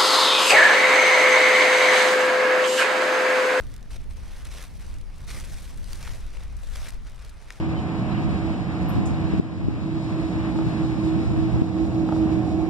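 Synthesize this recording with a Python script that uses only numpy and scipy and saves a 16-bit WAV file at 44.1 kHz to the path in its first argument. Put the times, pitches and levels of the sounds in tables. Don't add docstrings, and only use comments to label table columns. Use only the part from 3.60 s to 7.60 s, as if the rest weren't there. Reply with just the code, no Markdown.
import sys
import numpy as np
from scipy import signal
from scipy.fft import rfft, irfft, next_fast_len
from scipy.io import wavfile
from scipy.ndimage import uniform_filter1d, map_coordinates

SR = 44100
rng = np.random.default_rng(int(sys.argv[2]) if len(sys.argv) > 2 else 0)


def wav_out(sig):
    wavfile.write(sys.argv[1], SR, np.round(np.clip(np.atleast_2d(sig).T, -1, 1) * 32767).astype(np.int16))


N = 176400


def amp(db):
    return 10 ** (np.asarray(db) / 20)


def unit(x):
    return x / np.sqrt(np.mean(x ** 2) + 1e-20)


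def along(points, hz):
    f, values = np.transpose(points)
    return np.interp(np.log(hz + 1), np.log(f + 1), values)


def curve(rows):
    return np.interp(np.arange(N) / SR, *np.transpose(rows))


def wobble(rate):
    return map_coordinates(rng.standard_normal(4096), [np.arange(N) * rate / SR], mode="wrap")


def filtered(x, response):
    size = next_fast_len(N + SR // 2)
    return irfft(rfft(x, size) * response(np.fft.rfftfreq(size, 1 / SR)), size)[..., :N]


def minimum_phase(gain_db):
    cepstrum = irfft(np.log(amp(gain_db)))
    half = len(cepstrum) // 2
    return irfft(np.exp(rfft(np.r_[cepstrum[0], 2 * cepstrum[1:half], np.zeros(half)])))


def add(track, start, sound):
    i = int(np.clip(round(start * SR), 0, N - 1))
    track[i:i + len(sound)] += sound[:N - i]


def patchy(x, depth_db):
    spectra = signal.stft(x, nperseg=512)[2]
    field = uniform_filter1d(rng.standard_normal(spectra.shape), size=7, axis=-2)
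    field = uniform_filter1d(field, size=8, axis=-1)
    return signal.istft(spectra * amp(depth_db * unit(field)), nperseg=512)[1][..., :N]


def spread(pair, coherence):
    angle = lambda hz: np.arccos(np.clip(along(coherence, hz), -1, 1)) / 2
    mid, side = filtered(pair, lambda hz: np.array([np.cos(angle(hz)), np.sin(angle(hz))]))
    return np.array([mid + side, mid - side])


# f/Hz, relative level/dB
SHORE_SPECTRUM = [(150, -8.5), (350, -2.5), (560, 0), (850, 0), (2200, -4), (3200, -9.5), (5800, -12),
                  (7200, -19), (9500, -16), (12000, -26.5), (15500, -38)]
# f/Hz, coherence
SHORE_COHERENCE = [(290, 0), (640, 0.51), (1400, 0.49), (3100, 0.84), (6800, 0.74), (15000, 0)]

def shore(level_db=-57):
    noise = patchy(rng.standard_normal((2, N)), depth_db=2.0)
    wash = filtered(noise, lambda hz: amp(along(SHORE_SPECTRUM, hz)))
    return amp(level_db + 0.64 * wobble(rate=3.99)) * unit(spread(wash, SHORE_COHERENCE))


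# t/s, rumble level/dB, flutter level/dB (both before their trims)
GUSTS = [(0, -31, -41.5), (0.22, -39.5, -47.5), (0.42, -30, -45), (0.6, -34, -47), (0.83, -31.5, -47),
         (1.08, -38.5, -47.5), (1.3, -30, -46), (1.55, -35.5, -48.5), (1.8, -32, -42), (2.05, -35.5, -45.5),
         (2.35, -32.5, -43.5), (2.7, -30.5, -46), (3.0, -32.5, -51), (3.35, -31.5, -48.5),
         (3.62, -36.5, -51.5), (3.85, -38.5, -55), (4.0, -45, -53.5)]
# f/Hz, relative level/dB
RUMBLE_SPECTRUM = [(9, -9), (15, 1), (28, 2.5), (40, -3), (56, -4), (80, -10), (120, -21.5), (200, -33),
                   (400, -53), (900, -90)]
# f/Hz, relative level/dB
FLUTTER_SPECTRUM = [(50, -9.5), (110, 1.5), (160, -3), (250, -9), (400, -17), (600, -21.5), (1200, -47)]

def wind(rumble_trim_db=-0.5, flutter_trim_db=-1, buffet_db=1.03, left_bias_db=1.22):
    noise = lambda shape: filtered(rng.standard_normal((2, N)), lambda hz: amp(along(shape, hz)))
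    rumble_db = curve([(s, db) for s, db, _ in GUSTS]) + rumble_trim_db
    flutter_db = curve([(s, db) for s, _, db in GUSTS]) + flutter_trim_db
    eddies = amp(buffet_db * np.array([wobble(rate=12), wobble(rate=12)]))
    rumble = unit(noise(RUMBLE_SPECTRUM) * eddies) * amp(rumble_db)
    flutter = unit(noise(FLUTTER_SPECTRUM) * eddies) * amp(flutter_db)
    return rumble * amp([[left_bias_db], [-left_bias_db]]) + flutter


# t/s, ring level/dB, f/Hz, decay time T60/s, crack peak level/dB
CONTACTS = [(2.4758, -28.5, 1180, .014, -38), (2.478, -31.5, 1230, .014, -31),
            (3.9052, -21.5, 1850, .0075, -25.5), (3.909, -40, 1500, .012, -50)]
# frequency ratio, relative level/dB
CONTACT_MODES = [(1, -2), (.8, -16), (1.22, -9), (1.8, -19), (2.6, -14)]
# f/Hz, relative level/dB
CRACK_SPECTRUM = [(400, -17), (1500, -3), (3300, 0), (5000, 2), (9500, -6), (12000, -12), (15500, -28)]

def taps(attack_s=0.0002):
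    track, t = np.zeros(N), np.arange(1024) / SR
    crack = minimum_phase(along(CRACK_SPECTRUM, np.fft.rfftfreq(len(t), 1 / SR)))
    crack /= np.abs(crack).max()
    for start, ring_db, hz, t60, crack_db in CONTACTS:
        modes = sum(amp(db) * np.sin(2 * np.pi * hz * ratio * t) for ratio, db in CONTACT_MODES)
        ring = modes * (1 - np.exp(-t / attack_s)) * amp(-60 * t / t60)
        add(track, start, amp(ring_db) * ring - amp(crack_db) * crack)
    return track


# t/s, attack/s, hold/s, release time constant/s, relative level/dB,
# swell over the hold/dB, treble gain/dB
CLOTH_STROKES = [(0.0, 0.0032, 0.15, .012, -60, -1, -1), (0.303, 0.0072, 0.056, 0.0098, -47.5, -2, -2.5),
                 (0.39, .01, .04, 0.027, -57, -7, -6), (0.495, 0.016, 0.017, .012, -55.5, -4, 1.5),
                 (0.548, 0.013, 0.24, 0.061, -58.5, 6, -3.5), (0.846, .005, .025, 0.035, -44.5, -7, -6),
                 (0.889, 0.036, 0.12, 0.033, -48, 0.5, -0.5), (1.093, .02, 0.058, .03, -66.5, 2.5, 8),
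                 (1.186, 0.013, .13, 0.041, -55, -1.5, 0), (1.506, 0.043, 0.092, 0.036, -61.5, 4.5, -4),
                 (1.663, 0.026, 0.11, 0.071, -45.3, -3, 3.5), (1.835, 0.021, 0.056, .02, -55, 2, 4.5),
                 (1.912, 0.015, 0.2, 0.17, -51.5, -5, 4.5), (2.193, 0.096, 0.087, .03, -54, 2, 4.5),
                 (2.381, 0.031, 0.11, 0.088, -48, 0.5, -0.5), (2.59, 0.027, 0.11, .04, -54.5, -2.5, -9),
                 (2.712, 0.036, 0.067, 0.16, -50, -2, -11.5), (2.959, .06, 0.057, 0.046, -58.5, 3, 2.5),
                 (3.084, 0.071, 0.14, 0.0092, -48, 0.5, 1), (3.311, .01, 0.031, 0.033, -52, -0.5, -31),
                 (3.457, 0.012, 0.032, 0.054, -48.5, -8.5, -18),
                 (3.546, 0.067, 0.051, 0.035, -55.5, -0.5, -19),
                 (3.755, 0.033, 0.037, 0.016, -60.5, 5.5, -17), (3.846, 0.043, 0.086, 0.025, -54, 3, -10)]

def stroke_envelopes():
    power = np.zeros((2, N))
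    for start, attack, hold, release, db, swell_db, treble_db in CLOTH_STROKES:
        t = np.arange(N) / SR - start
        shape = np.clip(t / attack, 0, 1) * np.exp(-np.maximum(t - attack - hold, 0) / release)
        gain = shape * amp(db + swell_db * np.clip((t - attack) / hold, 0, 1))
        power += np.array([gain, gain * amp(treble_db)]) ** 2
    return np.sqrt(power)


# f/Hz, relative level/dB
FRICTION_SPECTRUM = [(250, -21.5), (420, -6), (550, -2), (800, -6.5), (1200, -4.5), (1750, -4.5),
                     (2400, -3.5), (3050, -8), (3700, -6), (4900, -8.5), (5900, -7), (7000, -12),
                     (9200, -11), (11800, -16.5), (15500, -30.5)]

def rubbing(gain, treble_gain, slips_per_s=14000, treble_hz=5200, flap_hz=430, flap_db=-15.5):
    slips = rng.random(N) < slips_per_s / SR
    slips = slips * amp(2.5 * rng.standard_normal(N).clip(-2, 2))
    response = minimum_phase(along(FRICTION_SPECTRUM, np.fft.rfftfreq(2048, 1 / SR)).clip(-60))
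    hiss = signal.fftconvolve(slips * rng.standard_normal((2, N)), response[None], axes=1)[:, :N]
    hiss = unit(patchy(hiss, depth_db=1.54))
    treble = filtered(hiss, lambda hz: hz ** 2 / (hz ** 2 + treble_hz ** 2))
    flap_band = lambda hz: np.exp(-2 * np.log((hz + 1) / flap_hz) ** 2)
    flap = amp(flap_db) * unit(filtered(rng.standard_normal((2, N)), flap_band))
    catching = amp(0.5 + 2 * wobble(rate=200))
    return catching * (gain * (hiss - treble + flap) + treble_gain * treble)


# f/Hz, relative level/dB
CREASE_SPECTRUM = [(300, -29), (900, -7), (2200, -1.5), (4000, 2.5), (6000, 2), (9500, 0), (12500, -7.5),
                   (15500, -17.5)]

def crease(t60, impulse=3.64, colour_scatter_db=0.5):
    t = np.arange(1024) / SR
    hz = np.fft.rfftfreq(len(t), 1 / SR)
    shiver = rng.standard_normal((2, len(t))) * amp(-60 * t / t60)
    shiver[0, 0] = -impulse
    ripple = unit(uniform_filter1d(rng.standard_normal(len(hz)), size=30))
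    response = minimum_phase(along(CREASE_SPECTRUM, hz) + colour_scatter_db * ripple)
    snap = signal.fftconvolve(shiver, response[None], axes=1)
    return snap / np.abs(snap[0]).max()


# t/s, peak level before the trim/dB, decay time T60/s
CREASE_SNAPS = [(.0095, -32.5, 0.012), (0.036, -39, .01), (.068, -39, 0.0092), (.14, -33, .014),
                (0.1634, -34, 0.018), (.18, -41, 0.011), (0.2283, -38, .016), (.361, -38, .008),
                (.57, -40, .015), (0.853, -27, 0.0043), (.8548, -37, .012), (.87, -33.5, .02),
                (.9383, -41, .012), (.966, -38, .008), (1.0248, -27, 0.0089), (1.0272, -29, 0.008),
                (1.2145, -37, 0.014), (1.341, -37, 0.024), (1.385, -38, 0.016), (1.412, -38, 0.028),
                (1.689, -42, .018), (1.723, -38, .005), (1.801, -28, .006), (1.849, -32.5, .014),
                (1.943, -28, 0.0074), (2.175, -36, 0.016), (2.2433, -29.5, 0.0056), (2.3316, -22, 0.01),
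                (2.356, -30, 0.018), (2.428, -27, 0.0097), (2.968, -35.5, 0.011), (3.287, -30.5, .02),
                (3.305, -30.5, 0.011), (3.498, -39, 0.015), (3.648, -36, 0.023), (3.694, -37, 0.038),
                (3.816, -40, .006), (3.924, -34, .012)]

def crinkling(gain, snap_trim_db=-3, ticks_per_s=90, tick_db=4.5, scatter_db=3.5):
    tracks = np.zeros((2, N))
    events = [(start, db + snap_trim_db, t60) for start, db, t60 in CREASE_SNAPS]
    sliding_db = 20 * np.log10(gain.mean() * (gain / gain.mean() + 0.06) ** 0.34)
    draws = rng.random((800, 3))
    for when, size, life in draws[:int(ticks_per_s * N / SR)]:
        excess_db = scatter_db * min(-np.log(size), 2.4)
        db = sliding_db[int(when * N)] + tick_db + excess_db
        events.append((when * N / SR, db, 0.0031 + 0.012 * life))
    for start, db, t60 in events:
        for track, snap in zip(tracks, crease(t60)):
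            add(track, start, amp(db) * snap)
    return tracks


# f/Hz, coherence
BAG_COHERENCE = [(300, 0.38), (700, 0.81), (1500, 1), (3100, .93), (6800, 0.74), (15000, 1)]
# t/s, left minus right level/dB
BAG_BALANCE = [(0, -0.5), (1.0, -.5), (1.7, 0.5), (4, 1.5)]

def bag(left_lag_s=1.1e-5):
    gain, treble_gain = stroke_envelopes()
    cloth = spread(rubbing(gain, treble_gain) + crinkling(gain), BAG_COHERENCE)
    sides = np.array([[0.5], [-0.5]])
    delayed = filtered(cloth + taps(), lambda hz: np.exp(-2j * np.pi * hz * left_lag_s * sides))
    return delayed * amp(sides * curve(BAG_BALANCE))


def scene():
    return bag() + wind() + shore()


def record(dry):
    cutoff_hz = 15780
    return filtered(dry, lambda hz: hz < cutoff_hz)


dry = scene()
out = record(dry)
wav_out(out)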